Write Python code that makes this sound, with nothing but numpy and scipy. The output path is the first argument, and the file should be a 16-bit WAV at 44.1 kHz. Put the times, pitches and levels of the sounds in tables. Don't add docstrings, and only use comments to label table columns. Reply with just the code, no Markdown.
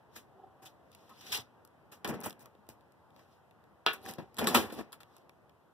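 import sys
import numpy as np
from scipy import signal
from scipy.fft import rfft, irfft, next_fast_len
from scipy.io import wavfile
from scipy.ndimage import uniform_filter1d

SR = 44100
rng = np.random.default_rng(int(sys.argv[2]) if len(sys.argv) > 2 else 0)


def inscribe(sig):
    pcm = np.round(np.clip(np.atleast_2d(sig).T, -1, 1) * 32767)
    wavfile.write(sys.argv[1], SR, pcm.astype(np.int16))


def nominal_scale(level):
    x = np.asarray(level, float) / 20
    return 10 ** x


N = 252693

# start in seconds, housing level in dB,
# panel and steel levels relative to the housing in dB, decay time T60 in seconds.
SLAMS = [(1.093, -51, -6, -10, 0.13), (2.0455, -26, -8, -18, 0.093), (2.075, -41, 11, 0.5, 0.055),
         (2.105, -44, 8.5, -35, 0.26), (2.139, -49, 5, -5, 0.14), (4.049, -46, -3.5, -18, .1),
         (4.183, -41.5, 8.5, -18, 0.14), (4.3853, -29.5, -4, -4.5, 0.16), (4.471, -25.5, -11, -6, 0.067),
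         (4.485, -35.5, 1, -1.5, 0.22), (4.5485, -17.5, -20, -4.5, 0.068), (4.556, -24.5, -4.5, -6, 0.25),
         (4.7, -39, -14, -19.5, 0.068), (4.722, -47.5, 10.5, 1, 0.14), (4.788, -38.5, 4, -16, 0.11),
         (4.9275, -42, -16.5, -1, 0.07), (5.004, -46, -7, -8.5, 0.079)]
# start in seconds, housing level in dB, panel and steel relative levels in dB.
TICKS = [(1.65, -51, 0.5, -6.5), (1.675, -58, 2, -5), (2.202, -59, 1, -4), (2.212, -57, -9, 6),
         (2.297, -54, 3, 9), (2.394, -55, -8, -4.5), (2.458, -38, -28, -14.5), (2.689, -44, 0, -4.5),
         (2.699, -55, -10, -4), (2.921, -69.5, -3, 3), (4.054, -41, -6, -12), (4.091, -48, -10, -11),
         (4.1, -42, -10, -10), (4.062, -27, -24, -19), (4.111, -45, -16, 0), (4.137, -35, -15, -10.5),
         (4.344, -54, -14, -3), (4.473, -30, -13, -2), (4.778, -43, 1, -24), (4.922, -46, -20, -5),
         (5.166, -47, -30, -8), (5.182, -60, -20, -3)]
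# start in seconds, housing level in dB, panel and steel relative levels in dB.
TAPS = [(0.384, -68, 16, -22), (.434, -60, 0, -29), (.917, -64, -2, 6), (.949, -53.5, -1, 0.5),
        (2.051, -59, 0, -5), (2.225, -40, -12, -18), (2.3064, -45.5, 6.5, -2), (2.328, -52.5, -27, -2),
        (2.551, -57.5, 7.5, -20), (2.668, -60, 4, -12), (2.809, -65.5, 7, -4), (3.105, -59, -6, -13),
        (3.163, -48, -16, -16), (3.194, -49.5, -5, -17), (3.51, -55, -11, -13), (3.64, -67.5, 9, -2),
        (4.368, -50, -6, -1), (4.375, -40.5, -7, -10), (4.39, -35, 0, -5.5), (4.446, -45, -1, -1),
        (4.573, -21, -3, -13), (5.032, -45, -35, -12), (5.294, -45.5, -18, -17.5), (5.495, -56, -5, -13.5)]
# start in seconds, housing level in dB, decay time T60 in seconds.
DROP_RATTLE = [
    (3.868, -21.5, 0.085),
    (3.883, -32.5, 0.21),
]


def blows():
    texture = grit(per_s=780, spread_db=5.5, smooth=0.31, same=0.47)
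    tick_t60_s, tap_t60_s = 0.0099, 0.0082
    drop_panel_db, drop_steel_db = -20, -21.5
    rattle = [(s, db, drop_panel_db, drop_steel_db, t60) for s, db, t60 in DROP_RATTLE]
    ticks = [(*row, tick_t60_s) for row in TICKS]
    taps = [(*row, tap_t60_s) for row in TAPS]
    heavy = sorted(shared(SLAMS, catch_db=-6.5, follow=0.29) + shared(rattle, catch_db=-3, follow=0))
    thin = sorted(shared(ticks, catch_db=-10, follow=0.98) + shared(taps, catch_db=-1, follow=0.55))
    out = 0
    for spot in range(2):
        slam_power, slam_tick = forces(heavy[spot::2], [-7.0, -6.5, -1.0, -1.0], rise=0.0099, tick=3.6)
        thin_power, thin_tick = forces(thin[spot::2], [-10.0, -4.0, 3.0, 5.5], rise=0.021, tick=3.1)
        power = slam_power * easing() + thin_power
        out = out + ring_bodies(power, slam_tick + thin_tick, texture, ring_db=3.5, edge_hz=4100)
    return out


def shared(rows, catch_db, follow):
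    return [(s, db, db + panel, db + catch_db + follow * steel, db + steel, t60)
            for s, db, panel, steel, t60 in rows]


def forces(rows, trim_db, rise, tick):
    power, ticks, t = np.zeros((4, N)), np.zeros((4, N)), np.arange(SR // 3) / SR
    for s, *db, t60 in rows:
        t60 = max(t60, .004)
        rise_s = rise * t60
        shape = np.minimum(t / rise_s, 1) * nominal_scale(-60 * np.maximum(t - rise_s, 0) / t60)
        at, gain = round(s * SR), nominal_scale(np.add(db, trim_db))[:, None]
        power[:, at:at + len(t)] += ((gain * shape) ** 2)[:, :N - at]
        ticks[:, at] += gain[:, 0] * tick
    return power, ticks


def grit(per_s, spread_db, smooth, same):
    size_db = spread_db * np.minimum(rng.exponential(1, N), 3)
    slips = (rng.random(N) < per_s / SR) * rng.choice([-1, 1], N) * nominal_scale(size_db)
    hiss, same = rng.standard_normal((3, N)), np.clip(same, 0, 1)
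    common = evened(slips) + smooth * hiss[0]
    apart = np.sqrt((1 - same ** 2) * (1 + smooth ** 2)) * hiss[1:]
    return evened(same * common + apart)


# start and length in seconds, level change in dB.
EASES = [(0.683, 0.054, -4), (1.378, 0.053, -5.5), (1.423, 0.18, -18), (2.115, .022, -7),
         (2.156, 0.048, -5), (2.335, .05, -11), (2.44, .02, 0), (3.87, 0.026, -3.5), (3.922, 0.053, 0.5),
         (4.162, .02, -16), (4.235, 0.11, -8), (4.453, 0.016, 3), (4.835, 0.11, -3)]
EASE_REACH = (.3, .01, 0.45, 1)


def easing():
    db = np.zeros(N)
    for s, length, change_db in EASES:
        db[round(s * SR):round((s + length) * SR)] += change_db
    return nominal_scale(2 * np.outer(EASE_REACH, uniform_filter1d(db, size=90)))


# frequency in Hz, bandwidth in Hz, level in dB.
HOUSING = [(390, 72, -3), (670, 30, -20.5), (904, 62, -13), (1158, 44, -3.5), (1353, 250, 4.5),
           (1723, 360, 2.5)]
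# frequency in Hz, bandwidth in Hz, level in dB.
PANEL = [(170, 15, -11.5), (243, 45, 0), (336, 60, -3.5), (406, 140, -2), (554, 170, -19), (651, 112, -7.5),
         (737, 170, -4)]
# frequency in Hz, bandwidth in Hz, level in dB.
CATCH = [(2290, 77, -2.5), (2766, 110, -4), (2943, 25, -12.5), (3367, 570, 2.5), (4030, 770, -5.5)]
# frequency in Hz, bandwidth in Hz, level in dB.
STEEL = [(5900, 900, 3.5), (8900, 120, -16), (9550, 200, -16), (11620, 170, 0), (14600, 200, -13)]


def ring_bodies(power, ticks, texture, ring_db, edge_hz):
    common = texture.mean(0)
    bodies = (body(HOUSING, 690, 2510, .7 - ring_db, .012, .5),
              body(PANEL, 127.0, 620, -1.0, .012, .15),
              body(CATCH, 1840, edge_hz, .7 - ring_db, .012, .9),
              body(STEEL, 4300, 14730, 13.0 - ring_db, .04, 1.5))
    textures = .4 * common + texture, common + .5 * texture, texture, texture
    return sum(signal.oaconvolve(np.sqrt(p) * x + k, h, axes=1)[:, :N]
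               for p, k, x, h in zip(power, ticks, textures, bodies))


def body(modes, lo_hz, hi_hz, thud_db, detune, odd):
    t, ring = np.arange(4000) / SR, 0
    for hz, width_hz, db in modes:
        shift, turn = rng.uniform(-1.3, 1, 2)
        phase = 2 * np.pi * hz * (1 + detune * shift) * t + odd * turn * np.array([[1], [-1]])
        decay = np.sqrt(width_hz) * np.exp(-np.pi * width_hz * t)
        ring = ring + nominal_scale(db) * decay * np.sin(phase) * np.minimum(t / 0.00074, 1)
    band = signal.butter(4, [lo_hz, hi_hz], "band", fs=SR, output="sos")
    knock = signal.sosfilt(band, 1. * (t == 0))
    h = evened(ring) + nominal_scale(thud_db) * evened(knock)
    return h / np.linalg.norm(h[0])


def evened(x):
    return x / np.sqrt(np.mean(x ** 2) + 1e-20)


# frequency in Hz, bandwidth in Hz, level in dB.
KEEPER = [(432, 44, 5), (668, 40, 0), (1128, 30, -5), (1323, 46, 3.5), (1462, 22, 9), (1570, 18, -1.5),
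          (1715, 30, 6), (2430, 20, -13), (2800, 45, 5), (3171, 20, -6), (3480, 22, -3.5), (3660, 32, -4),
          (5405, 37, -13)]


def drop():
    drop_s, gap_s = 3.8642, .0031
    second = int(drop_s)
    hits = np.zeros((2, 1, SR))
    hits[0, 0, round(drop_s % 1 * SR)] = nominal_scale(3.5)
    for k in range(1, 5):
        hits[1, 0, round((drop_s % 1 + k * gap_s) * SR)] = nominal_scale(-5.5 - k)
    bodies = body(KEEPER, 610, 4740, 0.5, 0.0026, 0.37), body(KEEPER, 600, 4100, -2.5, .003, .5)
    sound = sum(signal.oaconvolve(x, h, axes=1) for x, h in zip(hits, bodies))
    return np.pad(sound, ((0, 0), (second * SR, N)))[:, :N]


# time in seconds, level in dB.
SETTLES = [
    (3.878, -11),
    (3.8845, -5.5),
    (3.892, -21),
    (3.901, -17.5),
    (3.914, -17),
    (3.921, -20.5),
]


def settling():
    return strikes(SETTLES, body(KEEPER, 1196, 3800, -2.5, .003, .6))


# time in seconds, level in dB.
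SNAPS = [(2.0465, -14.5), (2.0525, -23), (2.076, -29), (2.46, -45), (2.691, -31), (3.8634, -23),
         (4.3867, -20.5), (4.4711, -9), (4.549, -12), (4.552, -11), (4.5545, -10), (4.558, -10),
         (4.57, -16.5), (4.574, -18)]


def snaps():
    return strikes(SNAPS, body(CATCH + STEEL, 1600, 15300, 14.0, 0.013, .9))


# frequency in Hz, bandwidth in Hz, level in dB.
PIN = [(3880, 120, -0.5), (4050, 160, -3), (5440, 80, -12), (8100, 150, -1), (8200, 90, -2),
       (9800, 60, -7.5), (11300, 60, -4), (11640, 60, -6.5), (13600, 180, -8)]
# time in seconds, level in dB.
PINGS = [
    (4.3685, -37),
    (4.3765, -36),
    (4.4712, -5.5),
    (4.478, -8),
    (4.482, -9),
    (4.4875, -10),
    (4.4975, -15.5),
    (4.545, -13),
    (4.5475, -12),
]


def pin_pings():
    return strikes(PINGS, body(PIN, 3000, 16000, -4.5, .002, .8))


# frequency in Hz, bandwidth in Hz, level in dB.
POST = [(554, 34, -6.5), (790, 41, -6.5), (944, 43, -1), (1120, 35, 1), (1233, 18, -2.5), (1274, 30, 2.5),
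        (3027, 20, -12), (3300, 21, -14)]
# time in seconds, level in dB.
POST_BLOWS = [(2.0462, -32), (2.2525, -23), (2.2625, -26), (2.2655, -25.5), (4.472, -9.5), (4.5488, 0),
              (4.552, -2.5), (4.554, -2.5), (4.557, 0.5), (4.5665, -8), (4.5705, -4), (4.58, -12.5),
              (4.585, -14), (4.7885, -30.5)]


def post_blows():
    return strikes(POST_BLOWS, body(POST, 600, 3500, -2, .002, .3))


# time in seconds, level in dB.
GLINTS = [(.9512, -40), (1.65, -35), (2.0525, -29), (2.0765, -25), (2.085, -24), (2.088, -27.5),
          (2.091, -25), (2.1005, -27), (2.1045, -23), (2.113, -33), (2.138, -34), (2.145, -35),
          (2.2045, -25), (2.2135, -35), (2.2162, -35), (2.2355, -24), (2.2385, -25), (2.242, -28),
          (2.259, -20), (2.264, -20), (2.268, -16), (2.2968, -35), (2.329, -38), (2.395, -40), (2.401, -36),
          (2.408, -35), (2.415, -41), (2.422, -34), (2.428, -34), (2.46, -36), (2.691, -24), (2.702, -39),
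          (3.864, -13.5), (3.872, -29), (3.9285, -36), (3.933, -26), (3.937, -23.5), (3.9385, -31),
          (3.945, -29), (4.3935, -22.5), (4.443, -24), (4.4475, -27.5), (4.549, -12), (4.5535, -10.5),
          (4.728, -38), (4.736, -31), (4.752, -29.5), (4.8095, -36), (4.929, -30)]


def glints():
    return strikes(GLINTS, body(STEEL, 8500, 16800, 13, .01, 1.5))


def strikes(rows, shape):
    hits = np.zeros((1, N))
    for s, db in rows:
        hits[0, round(s * SR)] = nominal_scale(db)
    return signal.oaconvolve(hits, shape, axes=1)[:, :N]


# time in seconds, level in dB, pitch in Hz.
CHINKS = [(1.321, -35, 3220), (1.325, -36, 5540), (1.346, -39, 3380), (1.364, -38, 5400),
          (1.372, -34, 5400), (1.651, -50, 11000), (2.0765, -36, 11500), (2.2045, -34, 11000),
          (2.256, -36, 12000), (2.26, -24, 10400), (2.265, -38, 11500), (2.3075, -42, 5260),
          (3.929, -47, 8500), (3.933, -31, 10530), (3.938, -28, 13200), (3.941, -38, 10500),
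          (3.9445, -41, 11200), (4.017, -52, 9000), (4.029, -47, 11500), (4.035, -46, 11500),
          (4.042, -46, 11000), (4.0545, -43, 6500), (4.063, -44, 13500), (4.081, -46, 6000),
          (4.09, -42, 5540), (4.0905, -44, 11000), (4.101, -39.5, 5000), (4.1115, -39, 12500),
          (4.137, -42, 10000), (4.185, -50, 4500), (4.369, -40.5, 8000), (4.376, -43.5, 7980),
          (4.387, -34.5, 12000), (4.394, -34, 14800), (4.444, -35.5, 10000), (4.466, -35, 3500),
          (4.4705, -23, 4130), (4.472, -22.5, 8200), (4.477, -30, 13600), (4.487, -30, 11300),
          (4.488, -31, 4000), (4.545, -25, 8200), (4.549, -21.5, 7980), (4.5545, -24, 12490),
          (4.573, -26.5, 10000), (4.582, -30, 12000), (4.704, -48, 3070), (4.7265, -52, 7000),
          (4.7505, -48, 9060), (4.929, -35, 9960), (5.1665, -54, 12160)]


def chinks():
    out, t = np.zeros((2, N)), np.arange(600) / SR
    phases = rng.uniform(-.7, .7, (len(CHINKS), 2, 1))
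    for (s, db, hz), phase in zip(CHINKS, phases):
        at = round(s * SR)
        u = hz * t / 5.5
        envelope = 6.5 * u * np.exp(-3 * u)
        out[:, at:at + len(t)] += nominal_scale(db) * envelope * np.sin(2 * np.pi * hz * t + phase)
    return out


# start in seconds, level in dB, pitch in Hz, T60 in seconds.
BOOMS = [(.63, -55, 126, .12), (2.421, -58, 129, .12), (1.318, -48.5, 101, 0.11), (1.385, -48, 118, 0.13),
         (2.092, -28.5, 220, 0.12), (2.13, -40, 130, 0.11), (2.124, -33.5, 493, .08),
         (2.158, -40.5, 188, 0.086), (2.257, -49, 119, .1), (2.585, -52, 210, 0.091),
         (2.69, -51, 130, 0.065), (4.093, -50, 120, 0.1), (4.183, -31, 168, 0.044),
         (4.219, -44, 120, 0.057), (4.409, -31, 434, 0.11), (4.425, -31.5, 229.4, 0.77),
         (4.475, -29, 226, 0.27), (4.506, -33, 240.7, 0.37), (4.551, -23, 233, 0.19)]


def booms():
    out, t = np.zeros(N + SR), np.arange(SR // 3) / SR
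    for s, db, hz, t60 in BOOMS:
        envelope = nominal_scale(db - 60 * t / t60) * (1 - np.exp(-t / 0.0021))
        out[round(s * SR):][:len(t)] += envelope * np.sin(2 * np.pi * hz * t)
    return out[:N] * nominal_scale(1.1 * np.array([[1], [-1]]))


# start in seconds, housing level in dB,
# panel and steel relative levels in dB, decay time T60 in seconds.
SCUFFS = [(.155, -50, -2, -2.5, 0.14), (.618, -59, 0.5, -5, 0.19), (.65, -57.5, 1, -0.5, 0.15),
          (.925, -79.5, 7, 5.5, 0.074), (1.207, -60, -2, -0.5, 0.06), (1.263, -65, -6, 5, 0.069),
          (1.3155, -40.5, -20, 1, 0.2), (1.338, -45.5, -5, 3, 0.17), (1.363, -44, -26, -2, 0.18),
          (1.914, -53.5, -2, -3.5, 0.15), (2.082, -44, 11.5, -5, 0.15), (2.231, -43.5, -1.5, -4, 0.17),
          (2.255, -40, 3, -9, 0.13), (2.398, -65, -8, -2, 0.19), (2.69, -60.5, 2, -3.5, 0.14),
          (3.18, -65, -21, -24, 0.19), (3.928, -44.5, -17, -8, 0.11), (4.08, -45, 2, -4, 0.14),
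          (4.441, -34, -1, -8, 0.027), (4.382, -37.5, -5, -6, 0.044), (4.5425, -21.5, -3, -11, 0.086),
          (4.807, -44.5, 7, -15, 0.031)]
# peak in seconds, catch level in dB,
# swell T60 and fade T60 in seconds, panel relative level in dB.
DRAGS = [(.16, -59.5, 0.13, 0.17, -20), (.99, -70.5, 0.51, 1.5, -6), (1.314, -49, 0.5, 0.18, -10),
         (3.19, -70, 0.23, 0.49, -7), (3.33, -73, 0.23, 0.28, -6), (4.07, -53, 0.18, 0.49, 0.5),
         (4.5, -48, 0.3, 0.34, 4.5), (4.581, -38.5, 0.37, 0.19, -2.5), (4.615, -50.5, .2, 0.18, -9),
         (4.79, -53, 0.26, 0.16, 7), (5.17, -70.5, 0.5, 0.28, -9)]
# peak in seconds, panel level in dB, swell T60 and fade T60 in seconds.
SHUDDERS = [
    (1.39, -57.5, .5, 0.23),
    (2.1, -39.5, 0.13, 0.35),
    (2.2, -52, 0.45, 0.76),
    (2.469, -62, .35, 0.076),
    (3.926, -57.5, .15, 0.68),
    (4.24, -57.5, 1, 0.11),
    (4.421, -36.5, .12, 1),
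    (4.5, -48, 0.46, .4),
    (4.575, -33.5, 0.12, 0.32),
]
SHUDDER_DB = (-7, -0.5, -17, -38.5)


def scuffs():
    rows = shared(SCUFFS, catch_db=2.6, follow=2.1)
    power, ticks = forces(rows, [-3.0, -4.5, 3.0, 5.0], rise=0.061, tick=0)
    housing_db, steel_db = -9, -4
    for s, db, rise, fall, panel_db in DRAGS:
        power += swell(s, np.add(db, [housing_db, panel_db, 0, steel_db]), rise, fall)
    for s, db, rise, fall in SHUDDERS:
        power += swell(s, np.add(db, SHUDDER_DB), rise, fall)
    texture = grit(per_s=3300, spread_db=1.0, smooth=0.57, same=0.38)
    return patchy(ring_bodies(power * easing(), ticks, texture, ring_db=-31.0, edge_hz=5830))


def swell(s, db, rise_t60, fall_t60):
    t = np.arange(N) / SR - s
    slope = np.maximum(t / fall_t60, -t / rise_t60)
    return nominal_scale(2 * np.array(db))[:, None] * np.exp(-2 * np.log(1000) * slope)


def patchy(x):
    spread_db = 2
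    z = signal.stft(x, nperseg=256)[2]
    spots = rng.standard_normal(z.shape[:0:-1]).T
    spots = uniform_filter1d(uniform_filter1d(spots, size=5, axis=0), size=4, axis=1)
    gain = nominal_scale(spread_db * evened(spots) - spread_db ** 2 / 17.0)
    return signal.istft(z * gain, nperseg=256)[1][:, :N]


# start and length in seconds, level in dB, first and last pitch in Hz.
SCRAPES = [
    (1.172, 0.044, -63, 4940, 6100),
    (1.22, 0.057, -68, 3240, 4100),
    (1.263, 0.096, -60, 3530, 3320),
    (1.308, 0.081, -54, 3130, 3460),
    (1.34, 0.062, -55, 5840, 5000),
    (0.654, 0.033, -59, 4160, 2900),
]


def scrapes():
    width_hz = 400
    out, r = np.zeros(N), np.exp(-np.pi * width_hz / SR)
    for s, length, db, first_hz, last_hz in SCRAPES:
        slips = rng.standard_normal(SR // 5) ** 3
        u = np.arange(round(length * SR)) / (length * SR)
        turn = np.exp(2j * np.pi * np.cumsum(first_hz + (last_hz - first_hz) * u) / SR)
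        squeal = (turn * signal.lfilter([1], [1, -2 * r, r * r], slips[:len(u)] / turn)).real
        out[round(s * SR):][:len(u)] += nominal_scale(db) * np.sin(np.pi * u) * evened(squeal)
    return out


def groan():
    out = np.zeros(N)
    at = np.arange(round(1.094 * SR), round(1.155 * SR))
    turn = 2 * np.pi * np.cumsum(np.linspace(213.6, 210.6, len(at))) / SR
    slips = 0.9 * np.sin(turn) + 1.2 * np.sin(5 * turn) + 0.82 * np.sin(6 * turn)
    out[at] += nominal_scale(-59.5) * slips * signal.windows.tukey(len(at), .4)
    return out


# start and length in seconds, fundamental and octave levels in dB.
HOOTS = [
    (0.33, 0.15, -59, -83),
    (0.381, 0.084, -88, -59.5),
    (0.447, 0.13, -72, -62),
    (0.591, 0.1, -76, -57),
    (3.925, 0.094, -59, -64),
    (4.02, 0.16, -60, -49.5),
    (4.19, 0.11, -76.5, -66),
]


def hoots():
    out = np.zeros(N)
    for s, length, low_db, high_db in HOOTS:
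        at = np.arange(round(s * SR), round((s + length) * SR))
        wander = np.cumsum(rng.standard_normal(SR // 4))[:len(at)] * 0.0035
        turn = np.pi * 770 * at / SR + wander
        beat = 1 + .7 * np.sin(2 * np.pi * 25 * at / SR + 1.4)
        tone = nominal_scale(low_db) * np.sin(turn) + nominal_scale(high_db) * beat * np.sin(2 * turn)
        out[at] += tone * signal.windows.tukey(len(at), .6)
    return out


def turbulent_air(x):
    flutter = evened(uniform_filter1d(rng.standard_normal(N), 500))
    return x * (.8 + .4 * flutter)


def fence_echo(x, t60, start):
    taps = np.zeros((2, 8000))
    slots = np.arange(start, 7980, 12)
    at = slots + rng.integers(0, 12, (2, len(slots)))
    np.put_along_axis(taps, at, rng.choice([-1., 1.], at.shape), 1)
    taps *= nominal_scale(-60 * np.arange(8000) / SR / t60)
    return signal.fftconvolve(x, taps / np.linalg.norm(taps[0]), axes=1)[:, :N]


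# frequency in Hz, density in dB per Hz.
HUM = [(30, -36), (70, 2), (150, 0), (900, -0.5), (1400, -7), (2200, -17.5), (4000, -28), (7000, -35.5),
       (15000, -44)]
# time in seconds, level in dB.
HUM_DB = [(0, -66), (2, -66.5), (3.799, -67.5), (5.099, -66.5), (5.73, -69)]
# frequency in Hz, coherence from 0 to 1.
SAME = [(60, 0.94), (300, 0.85), (800, 0.24), (1500, 0.09), (3000, 0.17), (15000, .05)]


def street():
    frames, hz = N // 256 + 5, np.fft.rfftfreq(1024, 1 / SR)
    a, b, c, d, patches = rng.standard_normal((frames, 513, 5)).T
    patches = evened(uniform_filter1d(uniform_filter1d(patches, 10, 0), 14, 1))
    same, left = np.clip(read(SAME, hz), -1, 1)[:, None], a + 1j * b
    right = same * left + np.sqrt(1 - same ** 2) * (c + 1j * d)
    z = np.array([left, right]) * nominal_scale(read(HUM, hz)[:, None] + 1.2 * patches)
    hum = signal.istft(z, nperseg=1024, noverlap=768)[1][:, :N]
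    s, db = np.transpose(HUM_DB)
    return nominal_scale(np.interp(np.arange(N) / SR, s, db) + 3.5) * evened(hum)


def read(points, hz):
    f, value = np.transpose(points)
    return np.interp(np.log(hz + 1), np.log(f + 1), value)


def scene():
    near = blows() + drop() + settling() + snaps() + pin_pings() + post_blows() + glints()
    near = near + booms() + scuffs() + scrapes() + turbulent_air(groan() + hoots())
    near = signal.sosfilt(signal.butter(2, 80, "high", fs=SR, output="sos"), near)
    near[0] = np.roll(near[0], 2)
    near += chinks()
    echo = nominal_scale(-17) * fence_echo(near, t60=.15, start=150)
    return (near + echo + street()) * nominal_scale(np.array([[.7], [-.7]]))


def top_cut(x):
    return signal.sosfilt(signal.butter(12, 16550, fs=SR, output="sos"), x)


# frequency in Hz, share of the other side subtracted.
CROSS = [(60, 0.48), (300, 0.55), (1100, 0.7), (2200, 0.5), (6600, 0.28), (8800, 0.2), (11000, 0.089)]
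# frequency in Hz, level in dB.
COLOUR = [(100, 7.5), (250, 1), (600, -1.5), (1300, -3), (2200, 0), (4200, -0.5), (7000, -4), (11500, -1.5),
          (14000, -1.5), (15400, -0.5)]


def record(dry):
    size = next_fast_len(N + 2048)
    hz = np.fft.rfftfreq(size, 1 / SR)
    lag = 19.7
    late = np.clip(read(CROSS, hz), 0, .97) * np.exp(-2j * np.pi * hz * lag / SR)
    sign = np.array([[1], [-1]])
    both = rfft(dry[0] + sign * dry[1], size) * (1 - sign * late)
    null_hz, null_width_hz, null_depth = 2215, 110, .85
    nulls = sum(np.exp(-((hz - k * null_hz) / (null_width_hz * np.sqrt(k))) ** 2) for k in range(1, 5))
    both[0] *= 1 - null_depth * nulls
    mid, side = irfft(both, size)[:, :N] / 2
    hiss_band = signal.butter(8, 14700, fs=SR, output="sos")
    hiss = nominal_scale(-81.0) * signal.sosfilt(hiss_band, rng.standard_normal(dry.shape))
    crossed = mid + sign * side + hiss
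    crossed = signal.sosfilt(signal.butter(4, 74, "high", fs=SR, output="sos"), crossed)
    hz = np.linspace(0, SR / 2, 513)
    gain = nominal_scale(read(COLOUR, hz) - 32.5 * (hz > 15650)) * (hz < 16500)
    colour = signal.firwin2(511, hz, gain, fs=SR)
    mix = signal.oaconvolve(crossed, colour[None], "same", axes=1)
    return top_cut(mix)


dry = scene()
out = record(dry)
inscribe(out)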